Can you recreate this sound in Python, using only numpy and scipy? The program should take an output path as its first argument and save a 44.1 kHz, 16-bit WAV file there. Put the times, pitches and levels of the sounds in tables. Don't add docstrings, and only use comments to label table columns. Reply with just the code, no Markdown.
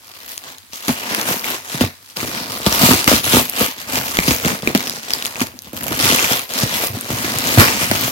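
import sys
import numpy as np
from scipy import signal
from scipy.fft import rfft, irfft
from scipy.io import wavfile
from scipy.ndimage import uniform_filter1d

SR = 44100
rng = np.random.default_rng(int(sys.argv[2]) if len(sys.argv) > 2 else 0)


def to_wav(sig):
    pcm = np.clip(np.atleast_2d(sig), -1, 1) * 32767
    pcm = np.round(pcm).astype(np.int16)
    wavfile.write(sys.argv[1], SR, pcm.T)


N = 357642
TIME = np.arange(N) / SR
CUTOFF_HZ = 16000
BEND_DB, BEND_HZ = 2.4, 4
SHEET_DB, SHEET_OCTAVES = 4, 0.29

# f/Hz, level/dB
FOIL_COLOUR = [(430, 6), (700, 3.5), (1150, 6.5), (1550, 2), (2400, -3.5), (5000, -1), (7200, 1.5),
               (8500, -5), (11000, -1), (13000, 3.5), (16000, -7.5)]
# t/s, f/Hz
SHEET_PITCH = [(0.3, 5030), (1.2, 2190), (2.3, 5100), (4.2, 2240), (4.7, 2200), (4.9, 5500), (5.8, 2800),
               (6.3, 3000), (6.6, 5300), (6.8, 2500), (7.6, 1810), (7.8, 2500)]
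# t/s, pop level/dB, final f/Hz, shaken crackle/dB
WALL_BUCKLES = [(0.8812, -13, 198, -20.5), (0.891, -11, 197, -21.5), (1.744, -15.5, 131, -31.5),
                (1.8113, -4, 195, -17), (2.229, -18, 200, -30.5), (2.6629, -17, 186, -15.5),
                (2.8324, -3.5, 125, -17), (2.910, -6, 95, -11), (3.0762, -9, 260, -11.5),
                (3.115, -5, 192, -13.5), (3.335, -1, 188, -15), (3.368, -2, 231, -18),
                (3.608, -9.5, 210, -19), (3.974, -14.5, 190, -36), (4.187, -7.5, 173, -30),
                (4.281, -5.5, 128, -24.5), (4.31, -10, 257, -23), (4.451, -10.5, 108, -32),
                (4.631, -15, 178, -40), (4.674, -5, 244, -26), (4.75, -4, 189, -21.5),
                (5.414, -9.5, 235, -22), (5.733, -23.5, 216, -38), (6.1017, -14, 200, -21),
                (6.313, -12.5, 209, -38), (6.6329, -9.5, 98, -24.5), (7.103, -12, 201, -26),
                (7.5755, 0, 230, -19), (7.579, 4, 78, -22), (7.596, -4, 190, -21),
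                (7.915, -8.5, 195, -19.5)]


def from_db(db):
    return 10 ** (np.asarray(db) / 20)


def at_hz(points, hz):
    known_hz, values = np.transpose(points)
    return np.interp(np.log(np.maximum(hz, 1)), np.log(known_hz), values)


def in_time(rows):
    times, *columns = np.transpose(rows)
    return [np.interp(TIME, times, column) for column in columns]


def cut(x, hz, kind, order=2):
    return signal.sosfilt(signal.butter(order, hz, kind, fs=SR, output="sos"), x + 1e-18)


def ring(x, hz, t60_s):
    r, w = from_db(-60 / (t60_s * SR)), 2 * np.pi * hz / SR
    return signal.lfilter([0, np.sin(w)], [1, -2 * r * np.cos(w), r * r], x + 1e-18)


def clicks(times, sizes):
    return np.bincount(np.clip(times * SR, 0, N).astype(int), sizes, N + 1)[:N]


def steady(x, window_s):
    power = np.mean(np.atleast_2d(x) ** 2, axis=0)
    size = max(int(window_s * SR), 2)
    smoothed = uniform_filter1d(uniform_filter1d(power, size), size)
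    return x / np.sqrt(np.abs(smoothed) + 1e-12)


def wander(hz):
    knots = np.arange(0, N / SR + 1, .5 / hz)
    return np.interp(TIME, knots, rng.standard_normal(len(knots))) * np.sqrt(3 / 2)


def air(level_db=-46.5):
    # f/Hz, relative density/dB
    spectrum = [(30, -26), (90, 5), (250, -37), (1000, -8.5), (16000, -15)]
    colour = from_db(at_hz(spectrum, np.arange(N // 2 + 1) * SR / N))
    noise = irfft(rfft(rng.standard_normal((2, N))) * colour, N)
    return from_db(level_db) * noise / noise.std()


def room(x, shared_hz=450):
    # f/Hz, t60/s
    decay = [(200, 0.14), (2000, 0.27), (16000, 0.26)]
    t = np.arange(SR // 2) / SR
    white = rng.standard_normal((3, len(t)))
    field = (cut(white[2], shared_hz, "low") + cut(white[:2], shared_hz, "high")) * (t > .0015)
    edges_hz = np.geomspace(50, 18000, 8)
    tail = 0
    for lo, hi in zip(edges_hz, edges_hz[1:]):
        tail += cut(field, [lo, hi], "band") * from_db(-60 * t / at_hz(decay, np.sqrt(lo * hi)))
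    return signal.fftconvolve(x, tail / np.sqrt(np.sum(tail ** 2) / 2), axes=1)[:, :N]


def thud(start_s, db, hz, rise_cycles, t60_cycles, tension=0, slack_cycles=1):
    turns = np.arange(SR // 8) / SR * hz
    phase = turns + tension * slack_cycles * (1 - np.exp(-turns / slack_cycles))
    swing = (1 - np.exp(-turns / rise_cycles)) * from_db(-60 * turns / t60_cycles)
    wave = from_db(db) * swing / swing.max() * -np.sin(2 * np.pi * phase)
    return np.pad(wave, (int(start_s * SR), N))[:N]


def bumping(hz=115):
    # t/s, level/dB
    bumps = [(1.834, -13.5), (6.032, -16.5), (6.897, -20), (6.938, -17), (7.13, -17.5), (7.357, -18.5),
             (7.897, -17), (8.039, -20)]
    thuds = sum(thud(s, db, hz, rise_cycles=3.0, t60_cycles=4.6) for s, db in bumps)
    return cut(thuds, 55, "high", order=4)


def walls(times, sizes, unlike=0.26):
    # f/Hz, level/dB, t60/s
    modes = [(92.7, -8, 0.16), (115.6, -6, 0.13), (142.6, -2, 0.072), (186, 0.5, 0.034),
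             (219.2, -3.5, 0.17), (255, 2, 0.1), (324, 3, 0.032), (358, 2, 0.0052), (488, 2.5, 0.021),
             (634, 8.5, 0.012)]
    out = 0
    for hz, db, t60_s in modes:
        both, apart = (sizes[:, None] * rng.standard_normal((len(times), 2))).T
        pushes = np.array([clicks(times, both + unlike * apart), clicks(times, both - unlike * apart)])
        out += from_db(db) * ring(pushes, hz, t60_s)
    return cut(out, 54, "high", order=4)


def flexing(flex_db, count=1200, spread_db=4.0):
    jerks = walls(rng.uniform(0, N / SR, count), from_db(spread_db * rng.exponential(1, count)))
    return steady(jerks, window_s=0.046) * from_db(flex_db)


def heaving(x, heave_db, below_hz=150):
    return cut(x, below_hz, "high", order=3) + from_db(heave_db) * cut(x, below_hz, "low", order=3)


def buckling(wall_db=-13.5, overtone_ratio=4.0, overtone_db=-7.5, overtone_cycles=4.3):
    times, level_db, _, _ = np.transpose(WALL_BUCKLES)
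    pops = 0
    for s, db, hz, _ in WALL_BUCKLES:
        pops += thud(s, db, hz, rise_cycles=0.3, t60_cycles=6.9, tension=1.41, slack_cycles=0.46)
        flip = clicks(np.array([s]), from_db([db + overtone_db]))
        overtone_hz = overtone_ratio * hz
        pops += ring(flip, overtone_hz, overtone_cycles / overtone_hz)
    return cut(pops, 40, "high") + walls(times, from_db(level_db + wall_db))


def stroke(t, swell_s, hold_s, swell_db=11):
    grab_db_per_s, sag_db_per_s, release_db_per_s = 1500, 2.5, 182
    swell_s = max(swell_s, .005)
    rise_db = grab_db_per_s * np.minimum(t, 0) - swell_db * np.clip(1 - t / swell_s, 0, 1)
    sag_db = sag_db_per_s * np.clip(t - swell_s, 0, hold_s)
    release_db = release_db_per_s * np.maximum(t - swell_s - hold_s, 0)
    return rise_db - sag_db - release_db


def handling(reach_s=.4, settle_db_per_s=320, stick_slip_db=1.0, stick_slip_hz=14):
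    # t/s, swell/s, hold/s, fine/dB, coarse/dB re fine, flex/dB re fine
    strokes = [(0.017, 0.085, 0.19, -40.5, -4, -21), (0.258, 0.032, 0.035, -30.5, -9, -17),
               (0.393, 0.045, 0.075, -36, -1.5, -9.5), (0.716, 0.02, 0.029, -33, -9.5, -19),
               (0.768, 0.1, 0.13, -28.5, -5, -25), (0.971, 0.14, 0.11, -24.5, 0, -3.5),
               (1.255, 0.028, 0.027, -18, -3, -2), (1.371, 0.091, 0.082, -26, -1.5, -8.5),
               (1.634, 0.09, 0.11, -29, -3.5, -17), (1.79, 0.0051, 0.014, -35, 1, 5),
               (2.025, 0.072, 0.01, -39.5, -9, -27), (2.159, 0.0046, 0.58, -28, -2, -3.5),
               (2.651, 0.07, 0.28, -18, -4, -11), (2.789, 0.055, 0.06, -12, -6.5, -1.5),
               (3.053, 0.062, 0.039, -15, -7.5, -5.5), (3.239, 0.11, 0.021, -11.5, -6.5, -4),
               (3.491, 0.11, 0.056, -19.5, -4, -9.5), (3.72, 0.062, 0.13, -32.5, -4, -9),
               (3.873, 0.082, 0.021, -20.5, -2, -3), (3.998, 0.026, 0.51, -25.5, -4.5, -9.5),
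               (4.219, 0.07, 0.033, -18.5, -7.5, -12), (4.43, 0.016, 0.05, -21, 1, 4),
               (4.626, 0.01, 0.073, -31, -0.5, 5), (4.768, 0.014, 0.18, -28.5, -4.5, -5),
               (5.02, 0.087, 0.17, -28, -2.5, -8.5), (5.327, 0.067, 0.0076, -27.5, -1, -9),
               (5.506, 0.019, 0.028, -53, 6, 13), (5.632, 0.021, 0.025, -36, -6, -2.5),
               (5.727, 0.045, 0.14, -28.5, -4.5, -3.5), (5.857, 0.051, 0.022, -26, -1, 2),
               (5.923, 0.17, 0.036, -13.5, -5, -6), (6.142, 0.053, 0.17, -17.5, -4, -10.5),
               (6.494, 0.082, 0.05, -20.5, -3.5, -8), (6.662, 0.088, 0.087, -19, -5, -6.5),
               (6.898, 0.037, 0.034, -33, -3, 5), (6.974, 0.21, 0.24, -23.5, -3, -2.5),
               (7.36, 0.11, 0.61, -20, -4.5, -5), (7.576, 0.014, 0.03, -12, 2.5, -1)]
    creep_db, shake_db = (-52.5, -71, -58), (0, -0.5, 4.5)
    stiffness = 1.24
    power = from_db(creep_db)[:, None] ** 2 * np.ones(N)
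    for s, swell_s, hold_s, db, coarse_db, flex_db in strokes:
        near = slice(*np.searchsorted(TIME, [s - reach_s, s + swell_s + hold_s + reach_s]))
        shape_db = stroke(TIME[near] - s, swell_s, hold_s)
        levels_db = [db + shape_db, db + coarse_db + shape_db, db + flex_db + stiffness * shape_db]
        power[:, near] += from_db(levels_db) ** 2
    for s, _, _, db in WALL_BUCKLES:
        near = slice(*np.searchsorted(TIME, [s, s + reach_s]))
        settling = from_db(db - settle_db_per_s * (TIME[near] - s))
        power[:, near] += np.outer(from_db(shake_db), settling) ** 2
    return 10 * np.log10(power) + stick_slip_db * wander(stick_slip_hz)


def crease_pitch(smallness):
    return 1500 * (CUTOFF_HZ / 1500) ** smallness


def facets(times, sizes, pitch_hz, focus_db_per_octave=3.0, t60_cycles=12.3, unlike_db=5.5):
    lags_s = rng.normal(.00026, .00008, len(times))
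    sheet_hz = np.interp(times, *np.transpose(SHEET_PITCH))
    out = np.zeros((2, N))
    for hz in np.geomspace(430, 15500, 22):
        push, facing, delay_cycles = rng.standard_normal((len(times), 3)).T
        detune_db = focus_db_per_octave * np.abs(np.log2(hz / pitch_hz))
        strength = sizes * push * from_db(at_hz(FOIL_COLOUR, hz) - detune_db)
        strength *= from_db(SHEET_DB * np.exp(-(np.log2(hz / sheet_hz) / SHEET_OCTAVES) ** 2))
        strength *= from_db(BEND_DB * wander(BEND_HZ).take((times * SR).astype(int), mode="clip"))
        lean = from_db(unlike_db * facing * np.sqrt(hz / CUTOFF_HZ))
        start_s = times + np.abs(delay_cycles) / hz
        ports = np.array([clicks(start_s, strength * lean), clicks(start_s + lags_s, strength / lean)])
        out += ring(ports, hz, t60_cycles / hz) * hz / CUTOFF_HZ
    return out


def crinkle(fine_db, coarse_db, spread_db, bright_db, trip_s=.0008, split_hz=2436):
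    when, lottery, size_draw, smallness = rng.random((24000, 4)).T
    times = when * N / SR
    rate_per_s = 2100 * from_db(.5 * (np.interp(times, TIME, fine_db) + 22.5))
    happens = lottery < rate_per_s * (N / SR) / len(times)
    sizes = happens * from_db(np.interp(times, TIME, spread_db) * np.minimum(-np.log(size_draw), 5.2))
    tripped_s = times + trip_s * rng.exponential(1, len(times))
    foil = facets(np.r_[times, tripped_s], np.r_[sizes, .6 * sizes], np.tile(crease_pitch(smallness), 2))
    treble = cut(foil, 4150, "high", order=1)
    foil = (foil - treble) * from_db(-bright_db) + treble * from_db(bright_db)
    fine = steady(cut(foil, split_hz, "high", order=4), window_s=.09)
    coarse = steady(cut(cut(foil, split_hz, "low", order=4), 246, "high"), window_s=.045)
    return fine * from_db(fine_db) + coarse * from_db(coarse_db)


def stray_snaps(fine_db, per_s=30, above_db=1, range_db=8):
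    when, force, smallness, place = rng.random((int(per_s * N / SR), 4)).T
    times = when * N / SR
    db = np.interp(times, TIME, fine_db) + above_db + range_db * force ** 2
    worked_hz = np.interp(times, *np.transpose(SHEET_PITCH)) * 2 ** (SHEET_OCTAVES * (2 * smallness - 1))
    return list(zip(times, db, np.where(place < .5, worked_hz, crease_pitch(smallness))))


def snapping(strays, slip_s=.00033, slip_cycles=0.46, t60_cycles=14, overtone_db=-2.5, lag_s=.00031):
    # t/s, level over 1 ms/dB, f/Hz
    loud_snaps = [(0.3783, -15, 7200), (0.5835, -27, 4400), (0.7337, -20, 6000), (0.8823, -10, 4350),
                  (1.148, -4.5, 2100), (1.213, -11, 6290), (1.3946, -17, 5730), (1.4434, -11, 2300),
                  (1.5023, -12, 1700), (1.8091, -7.5, 3050), (2.1698, -12, 4900), (2.204, -14, 2320),
                  (2.3487, -14.5, 1940), (2.5202, -16, 5700), (2.6642, -3.5, 3500), (2.7256, -8, 5940),
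                  (3.043, -8, 4600), (3.0763, 3, 2150), (3.2529, -10.5, 6600), (3.3323, -4, 4500),
                  (3.4971, -7, 13500), (3.5963, -10, 13900), (3.9567, -8, 4690), (4.1704, -6.5, 2200),
                  (4.1883, 5.5, 2460), (4.3095, -6.5, 2300), (4.449, -9, 2200), (4.6227, -19, 3320),
                  (4.6743, 0, 2430), (4.7495, -1, 2050), (4.776, -11, 4440), (4.8053, -12, 2280),
                  (4.8717, -13, 3570), (4.8965, -10, 6370), (5.0316, -21, 4170), (5.1062, -11, 5810),
                  (5.1351, -0.5, 5000), (5.2245, -12, 4130), (5.257, -8, 4300), (5.2657, -12, 4300),
                  (5.357, -17, 2550), (5.4059, -10, 3100), (5.4178, -8, 2240), (5.4692, -20, 4800),
                  (5.59, -21, 6200), (5.6208, -25, 13100), (5.8341, -14, 14500), (6.1607, -7.5, 13100),
                  (6.1862, -6, 2630), (6.1927, -6.5, 2540), (6.2441, -6, 2450), (6.3321, -8.5, 3360),
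                  (6.5376, -12, 7600), (6.5885, -10.5, 5470), (6.6329, -10, 5550), (6.8709, -11, 12320),
                  (7.0101, -14, 11200), (7.3861, -8, 7450), (7.5843, 9, 1900), (7.598, 6, 1650),
                  (7.6055, 9, 1750), (7.684, -9, 2580), (7.9133, -3, 1950), (8.0113, -10, 12270)]
    # f/Hz, level/dB re dry crack
    facet_ring = [(2200, -2), (2450, 9), (2900, 1), (4300, -5), (5000, 5), (12500, -4)]
    t = np.arange(SR // 40) / SR
    out = np.zeros((2, N + SR))
    for s, db, hz in loud_snaps + strays:
        white = rng.standard_normal((3, len(t))) * np.exp(-t / (slip_s + slip_cycles / hz))
        low_hz = min(0.44 * hz, CUTOFF_HZ / 2)
        slips = cut(white[2] + white[:2], [low_hz, CUTOFF_HZ], "band", order=1)
        facet = ring(white[2], hz, t60_cycles / hz)
        burst = from_db(at_hz(facet_ring, hz)) * facet / facet.std() + slips / slips.std()
        for overtone_hz in hz * np.array([1.62, 2.3, 2.9]):
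            if overtone_hz < CUTOFF_HZ:
                overtone = ring(slips, overtone_hz, t60_cycles / hz)
                gain = from_db(overtone_db + at_hz(FOIL_COLOUR, overtone_hz)) * hz / overtone_hz
                burst += gain * overtone / overtone.std()
        burst *= from_db(db) * np.sqrt(2 * SR / 1000 / np.sum(burst ** 2))
        for port, start in enumerate([int(s * SR), int((s + lag_s) * SR)]):
            out[port, start:start + len(t)] += burst[port]
    return out[:, :N]


def scene(direct_db=-1.1, rustle_room_db=-8.5, snap_room_db=-14.0):
    # t/s, whole-bag heave/dB, crease size spread/dB, treble tilt/dB
    manner = [(0, -10, -4, -3), (1.2, -20, 1.5, -6.5), (1.8, -2.5, 2, -3.5), (2.9, -1, 2, -3.5),
              (3.6, -5, 3, -6), (4.3, 2.5, 3.5, -3.5), (5.1, -10, 3, -5), (5.6, 4, 4.5, -3),
              (6.25, -4.5, 3.5, -6.5), (6.7, -4, 1, -6), (8.1, -1.5, 1, -3.5)]
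    heave_db, spread_db, bright_db = in_time(manner)
    fine_db, coarse_db, flex_db = handling()
    foil = crinkle(fine_db, coarse_db, spread_db, bright_db)
    rustle = foil + heaving(flexing(flex_db), heave_db) + buckling() + bumping()
    snaps = snapping(stray_snaps(fine_db))
    sent = from_db(rustle_room_db) * rustle + from_db(snap_room_db) * snaps
    turn_rad = wander(BEND_HZ)
    echoes = room(sent * np.cos(turn_rad)) + room(sent * np.sin(turn_rad))
    bag = from_db(direct_db) * rustle + snaps + echoes
    treble_to_left = 0.19 * cut(bag, 10000, "high", order=1) * [[1], [-1]]
    return bag + treble_to_left + air()


def record(dry):
    clipped = np.clip(cut(dry, 42, "high"), -1, 1)
    return signal.sosfilt(signal.ellip(10, .2, 70, CUTOFF_HZ, fs=SR, output="sos"), clipped)


dry = scene()
out = record(dry)
to_wav(out)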